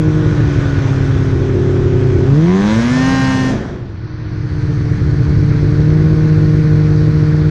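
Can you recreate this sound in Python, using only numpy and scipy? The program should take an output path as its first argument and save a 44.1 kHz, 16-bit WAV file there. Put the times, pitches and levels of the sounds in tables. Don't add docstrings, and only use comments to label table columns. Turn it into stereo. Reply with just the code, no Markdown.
import sys
import numpy as np
from scipy import signal
from scipy.fft import rfft, irfft, next_fast_len
from scipy.io import wavfile
from scipy.ndimage import uniform_filter1d

SR = 44100
rng = np.random.default_rng(int(sys.argv[2]) if len(sys.argv) > 2 else 0)


def natural_amplitude(level_db):
    exponent = np.asarray(level_db, float) / 20
    return 10 ** exponent


def waveform_to_disk(signal):
    frames = np.transpose(np.atleast_2d(signal))
    scaled = np.clip(frames, -1, 1) * 32767
    samples = np.round(scaled).astype(np.int16)
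    wavfile.write(sys.argv[1], SR, samples)


N = 330750
T = np.arange(N) / SR
HOP = 256

# time_s, side_gain_db
WIDTH = [
    (0, -1),
    (3.75, 0),
    (4, -10.5),
    (4.3, -20.5),
    (4.6, -28),
    (4.8, -33),
    (4.9, -98.5),
    (7.5, -90.5),
]


def engine():
    ride = riding()
    return (exhaust_orders(ride) + stumble(ride) + muffler_rasp(ride) + block_ring(ride)
            + hood_buzz(ride) + gas_hiss(ride))


def riding():
    # time_s, firings_per_s
    firing_rate = [(0, 155), (.2, 154.6), (.5, 144.3), (.85, 136.9), (1.45, 132.7), (2.24, 130.3),
                   (2.33, 140), (2.5, 180.5), (2.94, 253.5), (3.03, 261.1), (3.12, 265.6), (3.52, 259.6),
                   (3.76, 184), (4.01, 156.4), (4.7, 148.8), (5.65, 148), (6.06, 156), (6.6, 153.1)]
    # time_s, intake_effort_db, even_burns_db, uneven_burns_db, firings_per_weak_burn,
    # steadiness_0_to_1
    running = [(0, -37.5, -11.5, -18, 3.07, 0.54), (.3, -35.5, -15.5, -12.5, 3.26, 0.44),
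               (.65, -34, -17.5, -14, 4.3, 0.19), (1.2, -36, -17, -13, 4.3, 0.05),
               (1.5, -38, -20.5, -15, 3.4, 1), (2.23, -37.5, -19, -12, 4.04, .8),
               (2.36, -35, -6.5, -24.5, 3, 0.47), (2.7, -28.5, -8.5, -25, 3.7, .3),
               (3.07, -27, -10.5, -27.5, 3.5, 0.28), (3.25, -28, -12.5, -31, 3.8, .5),
               (3.5, -30.5, -14, -23.5, 4.1, 0.6), (3.6, -38, -27.5, -23.5, 2.95, 0.46),
               (3.87, -49, -46, -27.5, 3.2, 0.08), (4.3, -44, -31, -20, 3.5, 0),
               (4.7, -40.5, -22, -14.5, 3.61, 0), (5.5, -38.5, -14.5, -12, 2.68, .2),
               (6.02, -38, -10, -13.5, 3, 0.5), (7.5, -38, -11.5, -15, 3.28, 0.25)]
    open_s, opening_s, shut_s, shutting_s = 2.28, .3, 3.5, 0.0919
    cruise_hz, full_hz = 140, 266
    cruise_db, knee_db = -12.5, -41.5
    loose_hz, locked_hz, wide_open_hz = 25.08, 4.32, 35.14

    hz, = curves(firing_rate)
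    effort_db, even_db, uneven_db, spoil, steady = curves(running)
    steady = np.clip(steady, 0, 1)
    opening, shutting = (T - open_s) / opening_s, 1 + (shut_s - T) / shutting_s
    throttle = np.clip(np.minimum(opening, shutting), 0, 1)
    pull = throttle * np.clip((hz - cruise_hz) / (full_hz - cruise_hz), 0, 1)
    folded = np.clip(-curves(WIDTH)[0] / 13, 0, 1)

    turns = np.cumsum(hz) / SR
    clicks = firings(turns)
    burn = np.round(turns).astype(int)
    luck = rng.standard_normal(4000)[burn]
    cylinder = .5 + (-1) ** burn + .06 * luck

    rhythm = beat(hz / spoil, loose_hz + (locked_hz - loose_hz) * steady + wide_open_hz * throttle)
    lumps = 1 + (0.46 + (0.16 - 0.46) * steady) * beat(hz=16, scatter_hz=5.96)
    return dict(
        hz=hz, turns=turns, clicks=clicks, knocks=clicks * cylinder, luck=luck, rhythm=rhythm, lumps=lumps,
        steady=steady, throttle=throttle, pull=pull, revving=pull ** 3.5, folded=folded,
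        effort_db=effort_db, over_knee_db=effort_db - knee_db, uneven_db=uneven_db,
        cruise_db=cruise_db, even_over_cruise_db=even_db - cruise_db)


def exhaust_orders(ride):
    # pitch_hz, gain_db
    tailpipe = [(130, 2), (155, -1), (230, -4), (310, 0), (385, -2), (420, -15), (460, -13), (560, -33)]
    order_db, follow = [1.23, -3.5, 0.5, 4.5], [0.97, 0.56, 0.87, 0.82]
    steady_db, folded_db = [1.6, 0.3, 8.8, .1], [0.8, -4, -3.5, -6.5]
    turns, folded = ride["turns"], ride["folded"]
    tone = np.zeros(N)
    for k in range(4):
        level_db = ride["cruise_db"] + follow[k] * ride["even_over_cruise_db"] + order_db[k]
        level_db = level_db + read(tailpipe, (k + 1) * ride["hz"])
        level_db += steady_db[k] * (ride["steady"] - .5) * (1 - folded) + folded_db[k] * folded
        tone += np.sqrt(2) * natural_amplitude(level_db) * np.cos(2 * np.pi * (k + 1) * turns + k)
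    tone += natural_amplitude(-32.5 + 17.5 * ride["pull"]) * np.cos(np.pi * turns)
    return tone * (1 + 0.54 * (ride["lumps"] - 1))


def stumble(ride):
    # pitch_hz, width_hz, level_db
    pipe = [(60, 86, -4), (115, 31.5, 4.5), (176.8, 14, -19.5)]
    # pitch_hz, width_hz, level_db
    upper_pipe = [(310.7, 39, -4.5), (359.3, 18, 2.5), (442, 27, -7.5), (488, 140, -15)]
    burns = ride["clicks"] * (ride["rhythm"] + 0.46 * ride["luck"]) * ride["lumps"]
    low = steadied(dull(body(burns, pipe), hz=720))
    upper = steadied(dull(body(burns, upper_pipe), hz=720))
    upper_db = -13 + 10.5 * ride["steady"] - 2.5 * ride["folded"]
    return natural_amplitude(ride["uneven_db"]) * (low + natural_amplitude(upper_db) * upper)


def muffler_rasp(ride):
    # pitch_hz, width_hz, level_db
    shell = [(563, 72, -0.5), (808, 48, 7), (1086, 130, 8.5), (1260, 63, -3), (1584, 44, 3),
             (1799, 90, 8.5), (2120, 650, -7.5), (2640, 90, -4.5), (2880, 71, -5), (3380, 120, -9.5),
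             (4020, 120, -6.5), (4630, 310, -10.5), (4900, 400, -11), (6070, 900, -25), (8915, 1300, -25)]
    ring = dull(body(ride["clicks"] * (1 + .06 * ride["luck"]), shell), hz=9000)
    return natural_amplitude(ride["effort_db"] - 4.5 + 11.5 * ride["revving"]) * evened(ring)


def block_ring(ride):
    # pitch_hz, width_hz, level_db
    block = [(280, 120, 11), (627, 160, 3.5), (988, 95, 11.5), (1240, 310, 2), (1550, 220, 0.5),
             (1780, 160, -5), (2050, 160, -1), (2640, 170, -17.5), (3160, 450, -16.5), (4000, 700, -15.5)]
    waver_db, waver_hz = 4, 10
    knots = np.arange(0, N / SR + 1, 1 / waver_hz)
    ring = np.zeros(N)
    for k, mode in enumerate(block):
        waver = natural_amplitude(waver_db * np.interp(T, knots, rng.standard_normal(len(knots))))
        ring += (-1) ** k * waver * body(ride["knocks"], [mode])
    level_db = ride["effort_db"] - 1.5 + 13 * ride["throttle"] - 11 * ride["revving"] - 3 * ride["folded"]
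    return natural_amplitude(level_db) * evened(dull(ring, hz=5860))


def hood_buzz(ride):
    # pitch_hz, width_hz, level_db
    panels = [(1093, 40, -2), (1244, 40, -2), (1480, 35, 4), (2417, 25, -9)]
    shaking = rng.standard_normal(N) + 1.3 * evened(ride["knocks"])
    level_db = ride["effort_db"] + 1.05 * np.maximum(ride["over_knee_db"], 0)
    level_db = level_db - 4 - 25 * ride["throttle"] - 0.5 * ride["folded"]
    return natural_amplitude(level_db) * evened(dull(body(shaking, panels), hz=3520))


def gas_hiss(ride):
    # pitch_hz, level_db_per_hz
    hiss_wide = [(290, -7.5), (500, -2.5), (807, -7.5), (1070, -8.5), (1300, -5.5), (1480, -9),
                 (1660, -8.5), (2470, -16), (2860, -20.5), (3400, -18), (4570, -26), (5670, -24),
                 (7630, -33), (9920, -68), (16800, -120)]
    # pitch_hz, level_db_per_hz
    hiss_folded = [(290, -20.5), (500, -5), (620, -6.5), (835, -8), (1300, -5), (1650, -5.5), (2300, -12),
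                   (2800, -20.5), (3600, -20.5), (4400, -15.5), (5200, -22.5), (6070, -21.5), (7630, -55),
                   (12000, -69), (16800, -120)]
    # pitch_hz, level_db_per_hz
    sizzle = [(3000, -16.5), (5000, -5.5), (6300, 0), (7600, -9.5), (8300, -11.5), (10000, -23),
              (12500, -30.5), (13200, -65.5), (16800, -84.5)]
    # pitch_hz, level_db_per_hz
    snow = [(6000, -36), (8000, -0.5), (12500, -4.5), (15000, -1), (15400, -62)]
    effort_db, over_db = ride["effort_db"], ride["over_knee_db"]
    sizzle_db = -63 + over_db + 3.2 * np.minimum(over_db, 0)
    sizzle_db += 6 * ride["pull"] - ride["folded"]
    mono = ride["folded"][::HOP]
    power = (1 - mono) * shape(hiss_wide, effort_db + 10.0 - 4 * ride["throttle"])
    power += mono * shape(hiss_folded, effort_db + 8.5)
    power += shape(sizzle, sizzle_db + 14.0)
    power += mono * shape(snow, -70 + 2.8 * ride["even_over_cruise_db"])
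    gate = 1 + 0.071 * np.cos(2 * np.pi * ride["turns"]) + 0.046 * ride["rhythm"]
    return gate * noise(power, patchy_db=1.24)


def track():
    # time_s, lug_hits_per_s
    lugs = [
        (2.6, 80),
        (2.74, 103),
        (2.82, 127),
        (3.1, 180),
        (3.31, 195.5),
        (3.56, 212),
    ]
    hz, = curves(lugs)
    turns = np.cumsum(hz) / SR
    on = np.interp(T, [2.6, 2.75, 3.53, 3.6], [0, 1, 1, 0])
    shake = 1 + 0.18 * evened(dull(rng.standard_normal(N), hz=24.9))
    drum = natural_amplitude(-20) * np.cos(2 * np.pi * turns)
    half_rate = natural_amplitude(-29) * np.cos(np.pi * turns)
    return on * shake * np.sqrt(2) * (drum + half_rate)


def wind_rumble():
    # pitch_hz, level_db_per_hz
    rumble = [(15, -26.5), (30, -14), (50, -10.5), (70, -11), (120, -1.5), (200, -8.5), (400, -27.5),
              (900, -52.5), (4000, -100)]
    # time_s, level_db
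    airspeed = [
        (0, -26),
        (.9, -29.5),
        (2.3, -26),
        (2.75, -36),
        (3.1, -25.5),
        (3.7, -32),
        (4.1, -39),
        (5.3, -23),
        (7.5, -28.5),
    ]
    return noise(shape(rumble, curves(airspeed)[0] + 9), patchy_db=1.0)


def wind_gust():
    # time_s, level_db
    strike = [
        (3.36, -67),
        (3.42, -17),
        (3.55, -12.5),
        (3.7, -20),
        (3.85, -25.5),
        (4.1, -55),
    ]
    gust = evened(dull(body(rng.standard_normal(N), [(304, 140, 0)]), hz=1200))
    return natural_amplitude(curves(strike)[0]) * gust * np.array([[1], [-.3]])


def ports(x):
    # pitch_hz, left_minus_right_db
    lean = [(60, 4.5), (120, -0.5), (240, -0.5), (470, -6), (920, -9.5), (1830, -9), (3620, -7), (7180, -1)]
    # pitch_hz, left_lead_radians
    lead = [(0, 0), (300, 0.95), (600, -1.17), (1210, -3), (1460, -4.5), (3700, -5.5), (5100, -7),
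            (7300, -9.5), (16000, -14.5)]
    edge = SR // 10
    size = next_fast_len(N + 2 * edge)
    hz = np.fft.rfftfreq(size, 1 / SR)
    half = natural_amplitude(read(lean, hz) / 2) * np.exp(.5j * np.interp(hz, *np.transpose(lead)))
    padded = np.pad(x, ((0, 0), (edge, edge)), "reflect")
    return irfft(rfft(padded, size) * np.array([half, 1 / half]), size)[:, edge:edge + N]


def firings(turns):
    at = np.flatnonzero(np.diff(np.floor(turns)))
    late = (np.floor(turns[at + 1]) - turns[at]) / (turns[at + 1] - turns[at])
    clicks = np.zeros(N)
    clicks[at], clicks[at + 1] = 1 - late, late
    return clicks


def beat(hz, scatter_hz):
    wander = evened(signal.lfilter([1], [1, -np.exp(-2 * np.pi * 12 / SR)], rng.standard_normal(N)))
    return np.cos(2 * np.pi * np.cumsum(hz + scatter_hz * wander) / SR)


def body(x, modes):
    out = np.zeros(N)
    for k, (hz, width, db) in enumerate(modes):
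        r = np.exp(-np.pi * width / SR)
        poles = [1, -2 * r * np.cos(2 * np.pi * hz / SR), r * r]
        out += (-1) ** k * natural_amplitude(db) * signal.lfilter([1 - r, 0, r - 1], poles, x)
    return out


def noise(power, patchy_db):
    # pitch_hz, likeness_0_to_1
    likeness = [(50, .93), (250, .85), (700, .55), (1500, .75), (3500, .65), (7000, .4)]
    power = np.pad(power, ((0, 0), (0, HOP // 64)), "edge")
    a, b, c, d, patches = rng.standard_normal((*power.T.shape, 5)).T
    patches = uniform_filter1d(uniform_filter1d(patches, size=10, axis=0), size=10, axis=1)
    same = np.clip(read(likeness, np.fft.rfftfreq(4 * HOP, 1 / SR)), 0, 1)[:, None]
    left = a + 1j * b
    right = same * left + np.sqrt(1 - same ** 2) * (c + 1j * d)
    z = np.array([left, right]) * np.sqrt(power) * natural_amplitude(patchy_db * evened(patches))
    return signal.istft(z, nperseg=4 * HOP, noverlap=3 * HOP)[1][:, :N]


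def shape(points, level_db):
    power = natural_amplitude(2 * read(points, np.fft.rfftfreq(4 * HOP, 1 / SR)))
    return np.outer(power / power.sum(), natural_amplitude(2 * level_db[::HOP]))


def dull(x, hz):
    return signal.sosfilt(signal.butter(4, hz, fs=SR, output="sos"), x)


def evened(x):
    return x / np.sqrt(np.mean(x ** 2) + 1e-20)


def steadied(x, size=8000):
    return x / np.sqrt(uniform_filter1d(uniform_filter1d(x ** 2, size), size) + 1e-20)


def curves(rows):
    s, *columns = np.transpose(rows)
    return [np.interp(T, s, c) for c in columns]


def read(points, hz):
    f, value = np.transpose(points)
    return np.interp(np.log(hz + 1), np.log(f + 1), value)


def scene():
    return ports(engine() + track() + wind_rumble()) + wind_gust()


def treble_dropouts(x):
    # pitch_hz, share_of_patches_dropped
    lost = [(6500, 0), (7800, .12), (8300, .4), (11500, .45), (12700, .7), (13000, 1)]
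    hz, t, z = signal.stft(x, SR, nperseg=4 * HOP)
    luck = rng.random((len(hz) // 5 + 1, len(t) // 5 + 1))
    luck = luck.repeat(5, axis=0).repeat(5, axis=1)[:len(hz), :len(t)]
    apart = np.interp(t, *np.transpose(WIDTH)) > -6
    dropped = (luck < read(lost, hz)[:, None]) & apart
    return signal.istft(z * ~dropped, SR, nperseg=4 * HOP)[1][:, :N]


def band_limit(x):
    return signal.sosfilt(signal.butter(12, 15600, fs=SR, output="sos"), x)


def record(dry):
    mid = dry.mean(0)
    side = (dry[0] - dry[1]) / 2 * natural_amplitude(curves(WIDTH)[0])
    pair = np.array([mid + side, mid - side]) * np.clip((T[-1] - T) / .004, 0, 1)
    limited = 1.09 * np.tanh(pair / 1.233)
    return band_limit(treble_dropouts(limited))


dry = scene()
out = record(dry)
waveform_to_disk(out)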